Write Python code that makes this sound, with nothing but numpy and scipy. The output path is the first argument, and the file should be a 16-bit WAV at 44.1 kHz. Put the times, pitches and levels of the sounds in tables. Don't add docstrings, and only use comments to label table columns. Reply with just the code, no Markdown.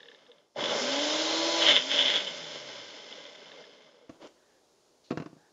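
import sys
import numpy as np
from scipy import signal
from scipy.fft import rfft, irfft, next_fast_len
from scipy.io import wavfile
from scipy.ndimage import uniform_filter1d

SR = 44100
rng = np.random.default_rng(int(sys.argv[2]) if len(sys.argv) > 2 else 0)


def dump_mix(stems):
    frames = np.atleast_2d(stems).T
    limited = np.clip(frames, -1, 1)
    pcm = np.round(limited * 32767).astype(np.int16)
    wavfile.write(sys.argv[1], SR, pcm)


N = 243431
T = np.arange(N) / SR

# time in seconds, turns per second.
SHAFT_SPEED = [(0, 20.5), (.38, 6.5), (.5, 1), (.55, 1), (.56, 30), (.66, 82), (.75, 107), (.9, 133.5),
               (1.03, 147), (1.18, 156.5), (1.5, 166), (1.65, 165.7), (1.7, 153), (1.76, 121), (1.8, 122),
               (1.9, 141), (2, 137.5), (2.08, 128), (2.18, 102.5), (2.31, 88), (2.9, 54), (3.5, 23),
               (4.05, 0)]
FULL_SPEED, DRONE_FROM_SPEED = 160, 62
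ON_S = .558
# turns per second, level in dB.
HUM_BY_SPEED = [(50, -89), (59, -67.5), (82, -61), (115, -61.5), (126, -49), (137, -46.5), (167, -47)]
# multiple of the shaft rate, relative level in dB.
DRONE_ORDERS = [(3, 2), (4, 1.5), (5, 0.5), (6, 0.5), (7, -1)]
DRONE_DB, JOLT_DB = -62, -28.5
RASP_ORDER, WHINE_ORDER, WHINE_DB = 24, 26, -4

# centre in Hz, width in Hz, lift in dB.
BASE_MODES = [(490, 25, 7), (580, 70, 16.5), (662, 40, 8.5), (830, 25, 5), (992, 55, 12)]
JAR_MODES = [(460, 58, 5.5), (589.2, 115, 17), (843, 48, 8), (1006, 73, 7.5), (1540, 260, 6),
             (2099, 250, 9), (3083, 420, 10), (3320, 110, 4.5), (3529, 190, 8.5), (5150, 180, 8.5)]
WALL_MODES = [(1600, 130, 3), (2120, 130, 4)]
GURGLE_MODES = [(200.8, 300, 9.5)]
COUNTER_MODES = [(154.6, 43, 11.5), (304, 120, 7.5), (501, 53, 5.5), (676, 74, 11), (1080, 250, 8),
                 (1320, 150, 2.5), (2750, 420, 8), (4200, 290, 4)]

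# frequency in Hz, relative level in dB, seconds to decay by 60 dB.
JOLT_RING = [(484, -24, 0.052), (602, 7, 0.052), (830, -2, 0.061)]
TICK_BRIGHT_RING = [(2750, 0, 0.022), (3020, 2.5, 0.03), (3410, 6.5, 0.027), (3710, 8.5, 0.022)]
TICK_LOW_RING = [(1746, 0, 0.016), (1900, -6, 0.012)]

# frequency in Hz, spectral density in dB.
SLOSH_SPECTRUM = [(30, -34.5), (70, -28), (140, -4), (300, 6.5), (700, 6.5), (1200, 5), (2500, -9.5),
                  (4000, -19.5), (7000, -20), (16000, -40)]
SPRAY_SPECTRUM = [(30, -45.5), (800, -7.5), (2500, -2), (3400, 0), (4100, 2), (6000, 0.5), (7200, -4.5),
                  (11000, -9), (12000, -22.5), (16000, -25)]
ICE_SPECTRUM = [(30, -35), (140, -25.5), (600, -27), (1200, -17.5), (1900, -8), (2450, -8.5), (2950, -3),
                (3550, -2.5), (3900, -5.5), (4500, -14.5), (7000, -21.5), (16000, -31)]
THUD_SPECTRUM = [(25, -50), (70, -14), (135, -5.5), (280, -0.5), (500, -5), (900, -20), (1800, -33),
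                 (4000, -46), (16000, -66)]
CLICK_SPECTRUM = [(30, -39), (400, -5.5), (1400, -4), (3000, -16), (5000, -18), (7000, -27), (16000, -22)]
SHARP_CLICK_SPECTRUM = [(30, -35.5), (1000, -5), (6500, 1), (16000, -13)]
RUB_SPECTRUM = [(30, -20), (120, -22), (290, 2.5), (480, -3), (1200, -10), (1800, -18), (3200, -18),
                (4500, -20), (7000, -27), (16000, -43)]
SKIN_SPECTRUM = [(30, -27), (2000, -17.5), (3700, -3.5), (4300, 3), (4800, -7), (16000, -29)]
CAFE_SPECTRUM = [(30, -22.5), (200, -12.5), (380, -3), (620, -7.5), (1000, -13.5), (1700, -21.5),
                 (2300, -23), (4500, -17.5), (7000, -19), (7900, -27.5), (10000, -27.5), (11300, -32.5),
                 (15500, -42.5)]

# start, end and
# fade time in seconds, then the lifts of slosh, spray and hum in dB.
SURGES = [(.558, 0.94, 0.39, 13, 4, -1), (0.559, 1.8, 0.11, 7.5, 3, 8.5)]
SLOSH_DB, SLOSH_DB_PER_HALVING = -43, 4
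SPRAY_DB, SPRAY_DB_PER_HALVING = -34.5, 6.5
UNBLENDED_SHARE = 0.68
CARRIED_SWIRL = 4.2
STILL_S, SETTLE_S = 4.1, 0.016
GURGLE_DB, BUBBLE_DB, LUMP_DB = -4.5, -6.5, -13
BUBBLES_PER_S, BUBBLE_HZ, BUBBLE_SPREAD_OCTAVES, BUBBLE_CYCLES = 130, 511, .2, 68
# start in seconds, starting pitch in Hz, peak in dB, length in seconds,
# glide in Hz per second.
GULPS = [(0.02, 488, -54.5, 0.096, -400), (0.284, 495, -51, 0.038, -900), (3.245, 550, -46, 0.023, 1200),
         (3.57, 520, -45.5, 0.036, -1200), (4.015, 520, -56.5, 0.043, -1500)]

# start in seconds, end in seconds, level of the crunch in dB.
BITES = [(0.626, 0.62, -37), (0.703, 0.704, -30.5), (.92, 1.008, -36.5), (1.633, 1.675, -23),
         (1.672, 1.721, -20.5), (1.728, 1.774, -23), (1.921, 1.94, -29), (1.941, 2.03, -26),
         (2.058, 2.119, -27.5), (2.152, 2.167, -25), (2.19, 2.219, -33), (2.273, 2.292, -36.5)]
BITE_RISE_DB_PER_S, BITE_FALL_DB_PER_S = 330.5, 402.5
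# time in seconds, peak in dB.
CHUNKS = [(0.607, -22.5), (0.6404, -17), (0.6574, -22), (1.6242, -19.5), (1.6745, -12), (1.6865, -8.5),
          (1.6915, -8), (1.7015, -14), (1.7098, -10), (1.7645, -5.5), (1.7702, -13.5), (1.8223, -21),
          (1.9, -23), (1.9155, -14), (1.9914, -11), (2.0028, -16), (2.0602, -18), (2.0822, -10.5),
          (2.1016, -11), (2.14, -15), (2.1595, -16), (2.2752, -28), (2.4446, -39), (2.907, -39),
          (3.1262, -31), (3.2534, -34), (3.3505, -39)]
# time in seconds, peaks of the bright and the low ring in dB.
TICKS = [(0.004, -47, -45), (0.03, -40, -48), (0.0564, -45.5, -49), (0.0846, -39.5, -47),
         (0.1147, -48, -48), (0.1463, -45.5, -51), (0.2647, -47.5, -59), (0.3159, -43, -60),
         (0.3825, -51.5, -69), (3.5164, -39, -45.5), (3.639, -45, -47)]
SKID_START_S, SKID_END_S, SKID_HZ, SKID_DB = .795, .835, 5230, -37

# time in seconds, thud in dB, click in dB.
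KNOCKS = [(4.0947, -37, -44.5), (4.0984, -37.5, -38.5), (4.2265, -52, -44), (5.106, -44, -34),
          (5.1089, -18, -26.5), (5.117, -28, -29), (5.125, -23.5, -38), (5.1739, -21.5, -23.5),
          (5.2003, -28, -32), (5.2227, -29.5, -35), (5.2605, -33.5, -36.5), (5.33, -41, -54.5),
          (5.367, -46.5, -62)]
# time in seconds, peak in dB.
SHARP_CLICKS = [(4.0944, -46), (4.271, -37.5)]
# start in seconds, end in seconds, level in dB.
SLIDES = [(4.095, 4.16, -60.5), (4.206, 4.22, -55), (4.226, 4.262, -48), (4.29, 4.55, -70.5)]
SLIDE_RISE_DB_PER_S, SLIDE_FALL_DB_PER_S = 1000, 502
# start and end in seconds, pitch in Hz, levels of the
# fundamental and the octave in dB.
SQUEAKS = [(4.37, 4.59, 1700, -73, -84), (5.38, 5.487, 820, -67, -69)]
BRUSH_S, BRUSH_DB = 5.043, -61

HUSH_STEP_S, HUSH_BEFORE_DB, HUSH_AFTER_DB = 4.095, -73, -66.5
VOICE_BAND_HZ, CUTOFF_HZ = 7300, 15700


def motor(speed, turns):
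    phase = 2 * np.pi * (turns + 0.004 * drift(17) + 0.004 * drift(70))
    orders = sum(from_db(db + lift_db(BASE_MODES, k * speed) + 0.98 * drift(8.4)) * np.sin(k * phase)
                 for k, db in DRONE_ORDERS)
    drive = np.clip((speed - DRONE_FROM_SPEED) / (FULL_SPEED - DRONE_FROM_SPEED), 0, 1)
    drone = from_db(DRONE_DB + surge_db("hum")) * np.sqrt(drive) * orders
    blades = from_db(2 * drift(25)) * np.sin(2 * phase)
    rasp = from_db(-1) * drift(200) * np.sin(RASP_ORDER * phase)
    whine_gain = from_db(WHINE_DB + 2 * drift(40)) * (speed / FULL_SPEED) ** 3
    whine = whine_gain * np.sin(2 * np.pi * (WHINE_ORDER * turns + .09 * drift(14)))
    hum_gain = from_db(np.interp(speed, *np.transpose(HUM_BY_SPEED), left=-140) + surge_db("hum"))
    hum = hum_gain * (blades + (rasp + whine) * speed / FULL_SPEED)
    out = np.sqrt(2) * (hum + drone)
    add(out, ON_S, from_db(JOLT_DB) * ring(JOLT_RING, swell_s=0.0048))
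    return out


def shaft_speed():
    return uniform_filter1d(np.interp(T, *np.transpose(SHAFT_SPEED)), size=SR // 60)


def slush(speed, turns, bite):
    slosh_gain, spray_gain = churning(speed, bite)
    fast = np.clip(speed / 150, 0, 1)
    slow = np.sqrt(1 - fast ** 2)
    pulsing = from_db(0.76 * np.sin(2 * np.pi * turns) + .7 * drift(38))
    gurgle_modes = damped(JAR_MODES, 0.65) + GURGLE_MODES + WALL_MODES
    gurgle = rms_one(body(grains(2000, spread_db=2.5), SLOSH_SPECTRUM, gurgle_modes))
    coated_jar = damped(JAR_MODES, 0.89)
    splash = rms_one(body(grains(16000, spread_db=0.5), SLOSH_SPECTRUM, coated_jar))
    grit = rms_one(body(grains(22000, spread_db=0.5), SPRAY_SPECTRUM, coated_jar))
    swirl = body(grains(3500, spread_db=2), SPRAY_SPECTRUM, JAR_MODES + WALL_MODES)
    swirl = rms_one(signal.sosfilt(signal.butter(2, 5200, fs=SR, output="sos"), swirl))
    lumps = from_db(LUMP_DB) * rms_one(body(grains(45, spread_db=1.5), ICE_SPECTRUM, JAR_MODES))
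    lapping = from_db(1.2 * drift(9))
    bubbling = from_db(GURGLE_DB) * gurgle + from_db(BUBBLE_DB) * bubbles()
    slosh = fast * splash + slow * lapping * bubbling
    spray = fast * grit + slow * (from_db(-3.5) * np.sqrt(lapping) * swirl + lumps)
    return pulsing * (slosh_gain * slosh + spray_gain * spray)


def churning(speed, bite):
    settling = np.clip((STILL_S - T) / SETTLE_S, 0, 1)
    swirl = np.where(T < ON_S, UNBLENDED_SHARE * speed, (speed + CARRIED_SWIRL) * settling)
    halvings = np.log2(FULL_SPEED / np.maximum(swirl, .1))
    slosh = from_db(SLOSH_DB - SLOSH_DB_PER_HALVING * halvings + surge_db("slosh"))
    spray = from_db(SPRAY_DB - SPRAY_DB_PER_HALVING * halvings + surge_db("spray"))
    heave = from_db(-11) * bite
    return np.hypot(slosh, heave), spray


def surge_db(layer, rise_s=0.03):
    column = ("slosh", "spray", "hum").index(layer)
    return sum(lifts[column] * np.clip(np.minimum((T - start) / rise_s, (end - T) / fade), 0, 1)
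               for start, end, fade, *lifts in SURGES)


def ice(bite):
    hail = grains(700, spread_db=1.5) + grains(4000, spread_db=4)
    out = bite * rms_one(body(hail, ICE_SPECTRUM, JAR_MODES))
    skid = body(rng.standard_normal(N), SPRAY_SPECTRUM, [(SKID_HZ, 120, 16)])
    skid = signal.sosfilt(signal.butter(4, SKID_HZ, "high", fs=SR, output="sos"), skid)
    skidding = held(SKID_START_S, SKID_END_S, BITE_RISE_DB_PER_S / 2, BITE_FALL_DB_PER_S)
    out += from_db(SKID_DB) * skidding * rms_one(skid)
    for s, db in CHUNKS:
        modes = JAR_MODES + [(rng.uniform(2900, 3700), 130, 6)]
        smash = impact(ICE_SPECTRUM, modes, crack_t60=.008, tail_db=-1.5, tail_t60=0.072)
        add(out, s, from_db(db) * smash)
    for s, bright_db, low_db in TICKS:
        add(out, s, from_db(bright_db) * ring(TICK_BRIGHT_RING, swell_s=0.00054))
        add(out, s, from_db(low_db) * ring(TICK_LOW_RING, swell_s=0.0024))
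    return out


def biting():
    bites = [from_db(db) * held(start, end, BITE_RISE_DB_PER_S, BITE_FALL_DB_PER_S)
             for start, end, db in BITES]
    return np.max(bites, axis=0) * (T > ON_S)


def handling():
    sliding = sum(from_db(db) * held(start, end, SLIDE_RISE_DB_PER_S, SLIDE_FALL_DB_PER_S)
                  for start, end, db in SLIDES)
    brushing = from_db(BRUSH_DB) * held(BRUSH_S, BRUSH_S, rise_db_per_s=2300, fall_db_per_s=130)
    out = sliding * rms_one(body(grains(2500, spread_db=1.5), RUB_SPECTRUM, damped(JAR_MODES, 0.5)))
    out += brushing * rms_one(body(rng.standard_normal(N), SKIN_SPECTRUM))
    for s, thud_db, click_db in KNOCKS:
        thud = impact(THUD_SPECTRUM, COUNTER_MODES, crack_t60=0.028, tail_db=-10, tail_t60=0.15)
        click = impact(CLICK_SPECTRUM, COUNTER_MODES, crack_t60=0.029, tail_db=4.5, tail_t60=0.051)
        add(out, s, from_db(thud_db) * thud + from_db(click_db) * click)
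    for s, db in SHARP_CLICKS:
        click = impact(SHARP_CLICK_SPECTRUM, COUNTER_MODES, crack_t60=0.015, tail_db=3, tail_t60=0.035)
        add(out, s, from_db(db) * click)
    return out


def bubbles():
    out, t = np.zeros(N), T[:SR // 8]
    for when, size, strength, glide in rng.standard_normal((round(BUBBLES_PER_S * N / SR), 4)):
        start = (1000 * when) % (N / SR)
        hz = BUBBLE_HZ * 2 ** (BUBBLE_SPREAD_OCTAVES * np.clip(size, -2, 2))
        envelope = (1 - np.exp(-t / .004)) * from_db(2 * strength - 60 * t * hz / BUBBLE_CYCLES)
        add(out, start, envelope * np.sin(2 * np.pi * hz * t * (1 + glide * t)))
    return rms_one(out)


def gulps():
    out = np.zeros(N)
    for s, hz, db, length, glide in GULPS:
        t = T[:int(length * SR)]
        envelope = from_db(db) * np.sin(np.pi * t / length)
        add(out, s, envelope * np.sin(2 * np.pi * (hz + .5 * glide * t) * t))
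    return out


def squeaks():
    out = np.zeros(N)
    for start, end, hz, db, octave_db in SQUEAKS:
        phase = 2 * np.pi * hz * (T + .00023 * drift(70))
        tone = from_db(db) * np.sin(phase) + from_db(octave_db) * np.sin(2 * phase)
        out += held(start, end, SLIDE_RISE_DB_PER_S, SLIDE_FALL_DB_PER_S) * tone
    return out


def room(x, wet_db, t60):
    t = T[:SR // 2]
    echoes = rng.standard_normal(len(t)) * from_db(-60 * t / t60) * (t > .004)
    return x + from_db(wet_db) * signal.fftconvolve(x, echoes / np.linalg.norm(echoes))[:N]


def cafe_hush():
    gain = from_db(np.where(T < HUSH_STEP_S, HUSH_BEFORE_DB, HUSH_AFTER_DB))
    return gain * rms_one(body(rng.standard_normal(N), CAFE_SPECTRUM))


def impact(spectrum, modes, crack_t60, tail_db, tail_t60):
    t = T[:SR // 3]
    crunch = rng.standard_normal(len(t)) * from_db(-60 * t / crack_t60)
    tail = rng.standard_normal(len(t)) * from_db(-60 * t / tail_t60)
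    force = 0.46 * crunch / np.linalg.norm(crunch) + from_db(tail_db) * tail / np.linalg.norm(tail)
    force[0] -= 1
    sound = body(force, spectrum, modes)
    return sound / np.abs(sound).max()


def ring(modes, swell_s):
    t = T[:SR // 4]
    sound = sum(from_db(db + rng.normal(0, 3) - 60 * t / t60)
                * np.sin(2 * np.pi * (hz * t + rng.random())) for hz, db, t60 in modes)
    sound *= 1 - np.exp(-(t / swell_s) ** 2)
    return sound / np.abs(sound).max()


def body(x, spectrum, modes=()):
    size = 2 * next_fast_len(len(x) // 2 + 4096)
    hz, points = np.arange(size // 2 + 1) * SR / size + 1, np.array(spectrum)
    db = np.interp(np.log(hz), np.log(points[:, 0]), points[:, 1])
    cepstrum = irfft(np.log(from_db(db + lift_db(modes, hz))))
    cepstrum[1:size // 2] *= 2
    cepstrum[size // 2 + 1:] = 0
    return irfft(rfft(x, size) * np.exp(rfft(cepstrum)))[:len(x)]


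def lift_db(modes, hz):
    return sum(lift / (1 + (2 * (hz - centre) / width) ** 2) for centre, width, lift in modes)


def damped(modes, share):
    return [(hz, width, share * lift) for hz, width, lift in modes]


def grains(per_s, spread_db):
    sizes = from_db(spread_db * np.minimum(rng.exponential(1, N), 4)) * rng.choice([-1, 1], N)
    return rms_one(sizes * (rng.random(N) < per_s / SR))


def drift(hz):
    step, run_in = 40, 2000
    pole = np.exp(-2 * np.pi * hz * step / SR)
    noise = rng.standard_normal(N // step + run_in + 2)
    slow = signal.lfilter([1], [1, -2 * pole, pole * pole], noise)[run_in:]
    return np.interp(np.arange(N) / step, np.arange(len(slow)), rms_one(slow))


def held(start, end, rise_db_per_s, fall_db_per_s):
    return from_db(-rise_db_per_s * np.maximum(start - T, 0) - fall_db_per_s * np.maximum(T - end, 0))


def add(out, s, sound):
    start = max(round(s * SR), 0)
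    out[start:start + len(sound)] += sound[:N - start]


def from_db(db):
    return 10 ** (np.asarray(db) / 20)


def rms_one(x):
    return x / np.sqrt(np.mean(x ** 2) + 1e-20)


def scene():
    speed, bite = shaft_speed(), biting()
    turns = np.cumsum(speed) / SR
    jar = slush(speed, turns, bite) + ice(bite) + handling()
    near = motor(speed, turns) + gulps() + squeaks() + room(jar, wet_db=-12, t60=0.34)
    voice_band = signal.ellip(10, .5, 70, VOICE_BAND_HZ, fs=SR, output="sos")
    near = signal.sosfilt(voice_band, near) + from_db(-30) * near
    return (near + cafe_hush())[None]


def record(dry):
    return signal.sosfilt(signal.ellip(10, .5, 70, CUTOFF_HZ, fs=SR, output="sos"), dry)


dry = scene()
out = record(dry)
dump_mix(out)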